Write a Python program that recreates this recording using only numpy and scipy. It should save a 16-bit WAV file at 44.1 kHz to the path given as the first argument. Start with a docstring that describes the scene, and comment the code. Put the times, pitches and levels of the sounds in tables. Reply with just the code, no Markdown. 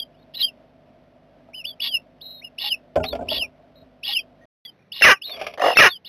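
"""Inside a wooden nest box, newly hatched jackdaws beg throughout with arched, partly hoarse whistles.
Near 3 s a parent thumps and shuffles: impacts ring the boards and friction makes noise. The humming nest
camera ticks once. Near 4.5 s a cut leaves a short silence, then softer noise without hum. From 5 s the
parent gives two harsh 'tchak' calls that overload the camera, with scratching and a wing flurry between.
All along, the camera's slow converter mirrors the sound into the treble."""
import sys
import numpy as np
from scipy import signal
from scipy.fft import rfft, irfft
from scipy.io import wavfile
from scipy.ndimage import uniform_filter1d

SR = 44100
rng = np.random.default_rng(int(sys.argv[2]) if len(sys.argv) > 2 else 0)


def master_out(mix):
    """Clip the mix to full scale and print it as 16-bit PCM to the path in sys.argv[1]."""
    frames = np.transpose(np.atleast_2d(mix))
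    ceiling = np.clip(frames, -1, 1)
    pcm = np.round(ceiling * 32767).astype(np.int16)
    wavfile.write(sys.argv[1], SR, pcm)


N = 268128
T = np.arange(N) / SR
HZ = np.fft.rfftfreq(N, 1 / SR)
CUT_START_S, CUT_END_S = 4.455, 4.651

# spectrum of claws on wood and twigs: (frequency [Hz], level [dB])
CLAW_SPECTRUM = [(500, -16.5), (950, -9.5), (1200, 3.5), (1480, -14.5), (1700, 0), (1900, -14), (2100, 0),
                 (2350, 5), (2850, -1), (3400, -3.5), (4000, -17.5)]


def amp(db):
    """Amplitude ratio of a level in decibels."""
    return 10 ** (np.asarray(db) / 20)


def unit(x):
    """Normalisation to rms 1."""
    return x / np.sqrt(np.mean(x ** 2) + 1e-20)


def ramp(t, length):
    """Linear rise from 0 at t = 0 to 1 at t = length, then constant."""
    return np.clip(t / length, 0, 1)


def add(mix, start, sound):
    """Superposition of a sound on the mix from a start time in seconds."""
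    part = mix[max(0, round(start * SR)):][:len(sound)]
    part += sound[:len(part)]


def colour(x, spectrum):
    """Spectral shaping by a curve of (frequency [Hz], gain [dB]) points."""
    hz, db = np.transpose(spectrum)
    return irfft(rfft(x) * amp(np.interp(np.log(HZ + 1), np.log(hz + 1), db)), N)


def noise(spectrum):
    """Filtered white noise of rms 1."""
    return unit(colour(rng.standard_normal(N), spectrum))


def wander(rate_hz):
    """Random modulation: low-passed noise of rms 1."""
    return unit(irfft(rfft(rng.standard_normal(N)) * np.exp(-(HZ / rate_hz) ** 2), N))


def resonate(x, hz, width_hz):
    """Double-pole resonance of gain 1 whose centre frequency may glide."""
    carrier = np.exp(2j * np.pi * np.cumsum(hz * np.ones(len(x))) / SR)
    pole = np.exp(-np.pi * width_hz / SR)
    baseband = signal.lfilter([(1 - pole) ** 2], [1, -2 * pole, pole * pole], x / carrier + 1e-18)
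    return 2 * (carrier * baseband).real


def ring(modes, t, detune):
    """Free decay of damped modes, struck at a different spot each time; peak 1."""
    draws = rng.standard_normal((len(modes), 3))
    x = sum(amp(db + 2 * lift - 60 * t / t60) * np.sin(2 * np.pi * (hz * (1 + detune * shift) * t + phase))
            for (hz, db, t60), (lift, shift, phase) in zip(modes, draws))
    x = x * (1 - np.exp(-t / 0.002))
    return x / abs(x).max()


def nestlings(start_share=0.62, attack_s=0.0082, release_s=0.013, release_db=-21):
    """Frequency modulation: a thin whistle arches up, holds and falls; near the top it may rasp."""
    # (time [s], rise [s], hold [s], fall [s], top pitch [Hz], end pitch [Hz],
    #  level [dB], tail level [dB], hoarseness [0-1])
    squeaks = [ (-.06, 0.024, 0.013, 0.067, 3455, 3112, -19, -25, 0),
               (.125, 0.096, 0.012, 0.014, 3750, 3750, -70.5, -72, 0.2),
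               (1.529, 0.029, 0.023, 0.049, 3024, 2550, -37, -36.5, 0.01),
               (1.637, 0.045, 0.014, 0.049, 3493, 3090, -31.5, -37.5, 0.22),
               (1.795, 0.029, 0.051, 0.11, 3430, 2637, -24.5, -26, 0.65),
               (2.205, .02, .11, 0.08, 3876, 3750, -39, -46, 0.12),
               (2.412, 0.038, 0.0097, 0.029, 2873, 2680, -40.5, -44.5, 0),
               (2.577, 0.03, .068, 0.085, 3461, 2494, -28, -22, 0.85),
               (2.63, 0.016, 0.029, 0.026, 832, 820, -38.5, -40, 0.13),
               (3.026, 0.055, 0.013, 0.053, 3885, 3250, -32.5, -38, 0.21),
               (3.279, 0.032, 0.062, 0.091, 3432, 2335, -25.5, -21, 0.7),
               (3.751, 0.0086, 0.025, 0.057, 3850, 3820, -56.5, -62, 0),
               (4.027, 0.03, 0.066, 0.083, 3426, 2425, -27.5, -21.5, 0.8),
               (4.08, 0.011, 0.025, 0.01, 817, 836, -41.5, -48, 0),
               (4.152, 0.036, 0.012, 0.027, 3232, 3020, -30.5, -38, 0.1),
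               (4.407, 0.01, 0.023, 0.018, 1876, 1840, -54, -55, 0.07),
               (4.601, 0.028, 0.015, .066, 3448, 3033, -33, -37, .05),
               (4.635, 0.01345, 0.013, 0.015, 2020, 1940, -45, -52, 0.1),
               (4.786, .015, .01, .03, 2450, 2370, -64, -62, 0.17),
               (4.914, 0.033, .125, 0.12, 3810, 2330, -34.5, -38, 0.78),
               (5.212, .054, 0.014, 0.096, 3854, 3245, -33.5, -33, 0.36),
               (5.6, 0.023, 0.11, 0.04, 2840, 1910, -31.5, -30.5, 0.48),
               (5.743, .018, 0.13, 0.089, 3766, 2980, -30.5, -29.5, 0.42),
               (6.043, 0.033, .06, 0.17, 3860, 2500, -38.5, -39.5, 0.77), ]
    # one squeal that swells, cracks and drops to a clear note:
    # (time [s], pitch [Hz], level [dB], hoarseness [0-1])
    squeal = [(.336, 2785, -51, 0.42), (.35, 3487, -31.5, .4), (.365, 3900, -32, .15),
              (.4, 3870, -28.5, 0.49), (0.416, 3970, -15.5, 0.24), (.433, 3150, -20.5, 0.24),
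              (.448, 3186, -15, 0.06), (0.473, 3157, -35.5, 0.11), (0.491, 2774, -32, 0.09),
              (0.516, 2595, -68, 0)]
    # resonances of the hoarse voice: (frequency [Hz], width [Hz], gain [dB])
    rasp_formants = [(903, 68, -17), (1108, 89, -17.5), (1878, 45, -8.5), (2260, 180, -13),
                     (2877, 260, 0.5), (3522, 160, 0), (3800, 530, -3.5)]
    # standing waves in the box lift and dip a gliding whistle: (frequency [Hz], gain [dB])
    standing_waves = [(1900, -2), (2400, -5.5), (2640, -3.5), (2820, 4.5), (3020, 0.5), (3200, -10),
                      (3340, -1.5), (3900, -2.5)]
    hoarse_lag_s, clearing_s = 0.02, 0.025
    rattle = rng.standard_normal(N) * amp(1.5 * wander(340))
    rasp = amp(1) * unit(sum(amp(db) * resonate(rattle, hz, width) for hz, width, db in rasp_formants))
    shimmer, jitter = unit(amp(3 * wander(79))), wander(290)

    def voice(at, hz, db, hoarse, whistle_db=0):
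        """Crossfade from periodic whistle to aperiodic rasp as hoarseness grows."""
        breathy = np.sin(np.pi / 2 * np.clip(hoarse, 0, 1)) ** 2
        cycles = np.cumsum(hz * (1 + (.002 + .055 * hoarse) * jitter[at])) / SR
        whistle = np.sqrt(2 * (1 - breathy ** 2)) * np.sin(2 * np.pi * cycles) * shimmer[at]
        fade = signal.windows.tukey(len(hz), .04)
        return amp(db) * (amp(whistle_db) * whistle + breathy * rasp[at]) * fade

    out = np.zeros(N)
    for start, rise, hold, fall, top_hz, end_hz, level_db, tail_db, hoarse in squeaks:
        at = (T >= start) & (T < start + rise + hold + fall)
        t = T[at] - start
        since_hold = t - rise - hold
        up = np.sin(np.pi / 2 * ramp(t, rise))
        down = ramp(since_hold, fall)
        down = .5 * down + .5 * np.sin(np.pi / 2 * down) ** 2  # half straight, half eased
        hz = top_hz * (start_share + (1 - start_share) * up) + (end_hz - top_hz) * down
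        clear = ramp(since_hold, clearing_s)  # the voice clears as its pitch falls
        release = ramp(since_hold - fall + release_s, release_s)
        db = level_db + (tail_db - level_db) * clear + release_db * release
        rough = hoarse * (.22 + .78 * ramp(t, rise + hoarse_lag_s) ** 2) * (1 - clear)
        standing_db = np.interp(hz, *np.transpose(standing_waves))
        out[at] += ramp(t, attack_s) ** 2 * voice(at, hz, db, rough, standing_db)
    times, *curves = np.transpose(squeal)
    at = (T >= times[0]) & (T < times[-1])
    out[at] += voice(at, *(np.interp(T[at], times, curve) for curve in curves))
    return out


def parent_calls(gain_db=1, jitter=0.016, flutter_db=5, cluck_s=0.035):
    """Source and filter: a clean yelp breaks into rough, sagging harmonics under a falling formant."""
    # (time [s], length of the loud part [s], effort [dB], starting pitch [Hz])
    calls = [(5.021, .1, 2.5, 681), (5.770, 0.1, 2, 660)]
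    # steady resonances of the throat and the box around it: (frequency [Hz], width [Hz], gain [dB])
    formants = [(230, 220, -12), (600, 150, -7), (1250, 260, -4), (1850, 300, -7), (2370, 260, -3),
                (2800, 300, -2)]
    pop_s, pop_db, pop_hz = 0.003, 27, 1470  # the throat snaps open from a low resonance
    yelp_s, yelp_db, break_s = .016, -10.5, 0.0017
    sag_after_s, sag_hz_per_s = .034, 4500
    open_hz, shut_hz, closing_s = 2674, 1557, .022
    tiring_db_per_s, stop_db_per_s, stop_s = -87.5, -850, 0.034
    low_pass = signal.butter(8, 3000, fs=SR, output="sos")
    out = np.zeros(N)
    for start, length, effort_db, top_hz in calls:
        t = np.arange(0, length + stop_s, 1 / SR)
        pop = 1 - ramp(t, pop_s)
        broken = ramp(t - yelp_s, break_s)  # period doubling: odd harmonics appear
        since_break = np.maximum(t - yelp_s, 0)
        hz = top_hz - sag_hz_per_s * np.maximum(np.minimum(t, length) - sag_after_s, 0)
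        cycles = np.cumsum(hz * (1 + jitter * broken * wander(400)[:len(t)])) / SR
        pulses = sum(broken ** (k % 2) * np.cos(2 * np.pi * (k * cycles + rng.random()))
                     for k in range(1, 9))
        pulses *= amp(flutter_db * broken * wander(330)[:len(t)])  # sidebands between the harmonics
        hiss = amp(-2) * noise([(100, -12.5), (400, 5.5), (2900, 7.0), (3800, -37.0)])[:len(t)]
        rough = .04 + .31 * broken
        source = (1 - rough) * unit(pulses) + rough * hiss

        throat_hz = shut_hz + (open_hz - shut_hz) * np.exp(-since_break / closing_s)
        throat_hz += (pop_hz - throat_hz) * pop
        gliding = resonate(source, throat_hz, width_hz=600)
        steady = sum(amp(db) * resonate(source, centre, width) for centre, width, db in formants)
        voice = signal.sosfilt(low_pass, gliding + (0.093 + 0.8 * broken) * steady)
        voice /= np.sqrt(abs(uniform_filter1d(voice ** 2, size=300)) + 1e-9)  # flatten the envelope
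        onset_db = pop_db * pop + yelp_db * (1 - broken)
        decay_db = tiring_db_per_s * since_break + stop_db_per_s * np.maximum(t - length, 0)
        envelope = amp(gain_db + effort_db + onset_db + decay_db) * ramp(t[-1] - t, stop_s / 2)
        add(out, start, envelope * voice)

        # a short cluck as the bill opens
        cluck = noise([(300, -23.0), (620, -2.5), (1000, -29.0), (2200, -8.0), (3000, -36.0)])[:len(t)]
        add(out, start - .01, amp(-24) * cluck * np.exp(-t / cluck_s) * ramp(t[-1] - t, stop_s))
    return out


def knocks(wood_gain_db=-2, crack_gain_db=-5, thud_gain_db=3, crack_s=0.0089, crack_rise_s=0.001):
    """Impact excitation: each blow of foot or bill cracks, rings the boards and thuds in the panels."""
    # (time [s], level [dB], relative crack level [dB], relative thud level [dB])
    blows = [(1.485, -35, -35, -30), (2.957, -9, -14.5, -19.5), (2.962, -4.5, -40, -29),
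             (2.97, -10, -49, -12), (3.001, -18.5, -26, -8.5), (3.04, -17, -1, -12.5),
             (3.129, -14.5, -16, -34), (3.151, -19.5, -9.5, -30), (3.19, -20, -43, -18),
             (3.21, -23, -42, -17), (3.222, -27, -46, -14.5), (3.271, -34.5, -13, -13.5),
             (3.315, -15.5, -32, -27), (3.435, -33, -10, -21), (3.74, -53, -31, 3), (3.82, -52.5, -30, 4.5),
             (5.295, -33.5, 3, -31), (5.342, -34, -1, -34), (5.37, -31, -6, -36), (5.413, -19, -4, -27),
             (5.466, -20.5, 1.5, -33.5), (5.537, -31.5, 0, -20)]
    # modes of the box's boards: (frequency [Hz], level [dB], 60 dB decay time [s])
    board_modes = [(312, -9.5, 0.045), (414, -15, 0.36), (556, 1.5, .03), (614.7, 3, 0.095),
                   (691.3, -2.5, 0.11), (807, -7.5, 0.098), (950, -10.5, .04), (1410, -12, 0.071),
                   (1938, -28.5, 0.023)]
    # low modes of its panels: (frequency [Hz], level [dB], 60 dB decay time [s])
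    panel_modes = [(53, -9, .25), (83, 4.5, 0.083), (165.3, -7, 0.28), (258, -5, 0.42)]
    out, t, claws = np.zeros(N), T[:SR // 3], noise(CLAW_SPECTRUM)
    crack_envelope = np.exp(-t / crack_s) * ramp(t, crack_rise_s)
    for start, db, crack_db, thud_db in blows:
        burst = np.roll(claws, -round(start * SR))[:len(t)] * crack_envelope
        crack = amp(crack_db + crack_gain_db) * burst
        wood = amp(wood_gain_db) * ring(board_modes, t, detune=0.056)
        thud = amp(thud_db + thud_gain_db) * ring(panel_modes, t, detune=0.011)
        add(out, start, amp(db) * (wood + crack + thud))
    return out


def shuffle(grain_db=4, swell_s=.12, fade_s=0.13, edge_db=-15.5):
    """Friction noise: feathers and claws drag over the boards in uneven catches."""
    # (time [s], length [s], rubbing level [dB], scratching level [dB], rumble level [dB])
    bouts = [(3.018, 0.47, -40, -64, -39.5), (5.265, 0.29, -38.5, -39.5, -56)]
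    # feathers rubbing on wood: (frequency [Hz], level [dB])
    rub_spectrum = [(88, -43), (150, -23), (253, -16.5), (320, -22.5), (364, -9.5), (525, -1.5), (700, 4.5),
                    (777, -17.5), (893, -23), (974, -7), (1200, -23), (1560, -43.5), (2640, -120)]
    # low rumble under the rubbing: (frequency [Hz], level [dB])
    rumble_spectrum = [(25, -12), (50, 8.5), (85, -5), (125, -19.5), (200, -13.5), (255, 3), (310, -10.5),
                       (450, -47)]
    catches = unit(amp(grain_db * wander(81)))
    rub = amp(1) * noise(rub_spectrum) * catches
    scratch = amp(1) * noise(CLAW_SPECTRUM) * catches
    rumble = amp(4) * noise(rumble_spectrum)
    out = np.zeros(N)
    for start, length, rub_db, scratch_db, rumble_db in bouts:
        effort = ramp(T - start, swell_s) * ramp(start + length - T, fade_s)
        envelope = (effort > 0) * amp(edge_db * (1 - effort))
        out += envelope * (amp(rub_db) * rub + amp(scratch_db) * scratch + amp(rumble_db) * rumble)
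    return out


def wings(start_s=5.5745, period_s=.0208, stroke_s=0.012, tail_s=0.0096, count=8):
    """Incoherent addition: evenly spaced wing strokes brush the wall; strokes and tails sum in power."""
    # feathers brushing the wall: (frequency [Hz], level [dB])
    feather_spectrum = [(150, -55.5), (280, -16.5), (420, -11), (600, -0.5), (720, 2.5), (860, -8),
                        (1000, -10), (1300, -11.5), (1550, -21), (1890, -9.5), (2200, -26), (2550, -33),
                        (2900, -24), (4000, -31)]
    strongest_s, width_s = 5.655, 0.07  # the flurry swells, then eases off
    power = np.zeros(N)
    t = np.arange(0, stroke_s, 1 / SR)
    stroke = np.sin(np.pi * np.sqrt(t / stroke_s)) ** 2
    for start in start_s + period_s * np.arange(count):
        db = -7 - 14.5 * ((start - strongest_s) / width_s) ** 2
        add(power, start, amp(db) ** 2 * stroke)
    decay = np.exp(-2 / (tail_s * SR))
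    envelope = np.sqrt(signal.lfilter([1 - decay], [1, -decay], power + 1e-18))
    brush = noise(feather_spectrum)
    brush /= np.sqrt(abs(uniform_filter1d(brush ** 2, size=500)) + 1e-9)
    return envelope * brush


def box_reverb(x, wet_db=-18, t60_s=.088):
    """Reverberation: reflections between close walls give a very short, dense tail."""
    t = T[:SR // 4]
    tail = rng.standard_normal(len(t)) * amp(-60 * t / t60_s) * (t > .002)
    return x + amp(wet_db) * signal.fftconvolve(x, tail / np.linalg.norm(tail))[:N]


def background(early_db=-54.5, late_db=-58.5):
    """Noise floor: dull air noise and mains harmonics, then only a softer noise after the cut."""
    # air in the box before the cut: (frequency [Hz], level [dB])
    early_spectrum = [(25, -8), (50, -5.5), (100, -15), (170, -7), (270, -6), (350, -11.5), (480, -11),
                      (600, -3.5), (690, -3.5), (790, -15.5), (1200, -21.5), (2000, -24.5), (3200, -29),
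                      (4000, -33)]
    # noise after the cut: (frequency [Hz], level [dB])
    late_spectrum = [(25, -10.5), (60, -9), (170, -2.5), (350, -8.5), (600, -10), (800, -14.5),
                     (1200, -20.5), (2000, -19.5), (3000, -29), (4000, -27.5)]
    # mains hum: (frequency [Hz], level [dB])
    harmonics = [(50, -58.5), (100, -68.5), (150, -66.5), (250, -62), (350, -81), (650, -66)]
    swell = amp(.6 * wander(4))
    air = amp(early_db) * noise(early_spectrum) * swell
    hum = sum(amp(db) * np.sqrt(2) * np.sin(2 * np.pi * (hz * T + rng.random())) for hz, db in harmonics)
    late_noise = amp(late_db) * noise(late_spectrum) * swell
    return np.where(T < CUT_START_S, air + hum, late_noise)


def scene():
    """Superposition at one microphone, carried by both channels."""
    mono = box_reverb(nestlings() + parent_calls()) + knocks() + shuffle() + wings() + background()
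    return np.array([mono, mono])


def record(dry, ceiling=0.49, low_cut_hz=66, converter_hz=8000, tick_s=3.092, edge_hz=15600, right_db=0.47):
    """Saturation and spectral imaging: the camera overloads, mirrors the band and ticks once."""
    # the converter's response to the band and its images: (frequency [Hz], gain [dB])
    converter_response = [(3700, -1), (4300, -3.5), (5000, -10), (5500, -13.5), (6500, -25.5), (7400, -46),
                          (8600, -48.5), (9500, -32), (10500, -24.5), (11800, -18.5), (13000, -23.5),
                          (14000, -34), (14600, -33.5), (15400, -63)]
    x = dry.mean(0)
    x = x / (1 + (x / ceiling) ** 4) ** (1 / 4)  # soft clipping
    x = signal.sosfilt(signal.butter(4, low_cut_hz, "high", fs=SR, output="sos"), x)
    x = x * ((T < CUT_START_S) | (T > CUT_END_S))  # a short silence at the cut
    anti_alias = np.sqrt(.5 - .5 * np.tanh((HZ - converter_hz / 2) / 60))
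    x = irfft(rfft(x) * anti_alias, N)
    # sampling mirrors the band about the converter's rate and twice that rate
    x = x * (1 + 2 * np.cos(2 * np.pi * converter_hz * T) + 2 * np.cos(4 * np.pi * converter_hz * T))
    x = colour(x, converter_response)
    add(x, tick_s, amp([-27]))  # electrical tick
    x = irfft(rfft(x) * (HZ < edge_hz), N)
    return np.array([x, x * amp(right_db)])


dry = scene()
out = record(dry)
master_out(out)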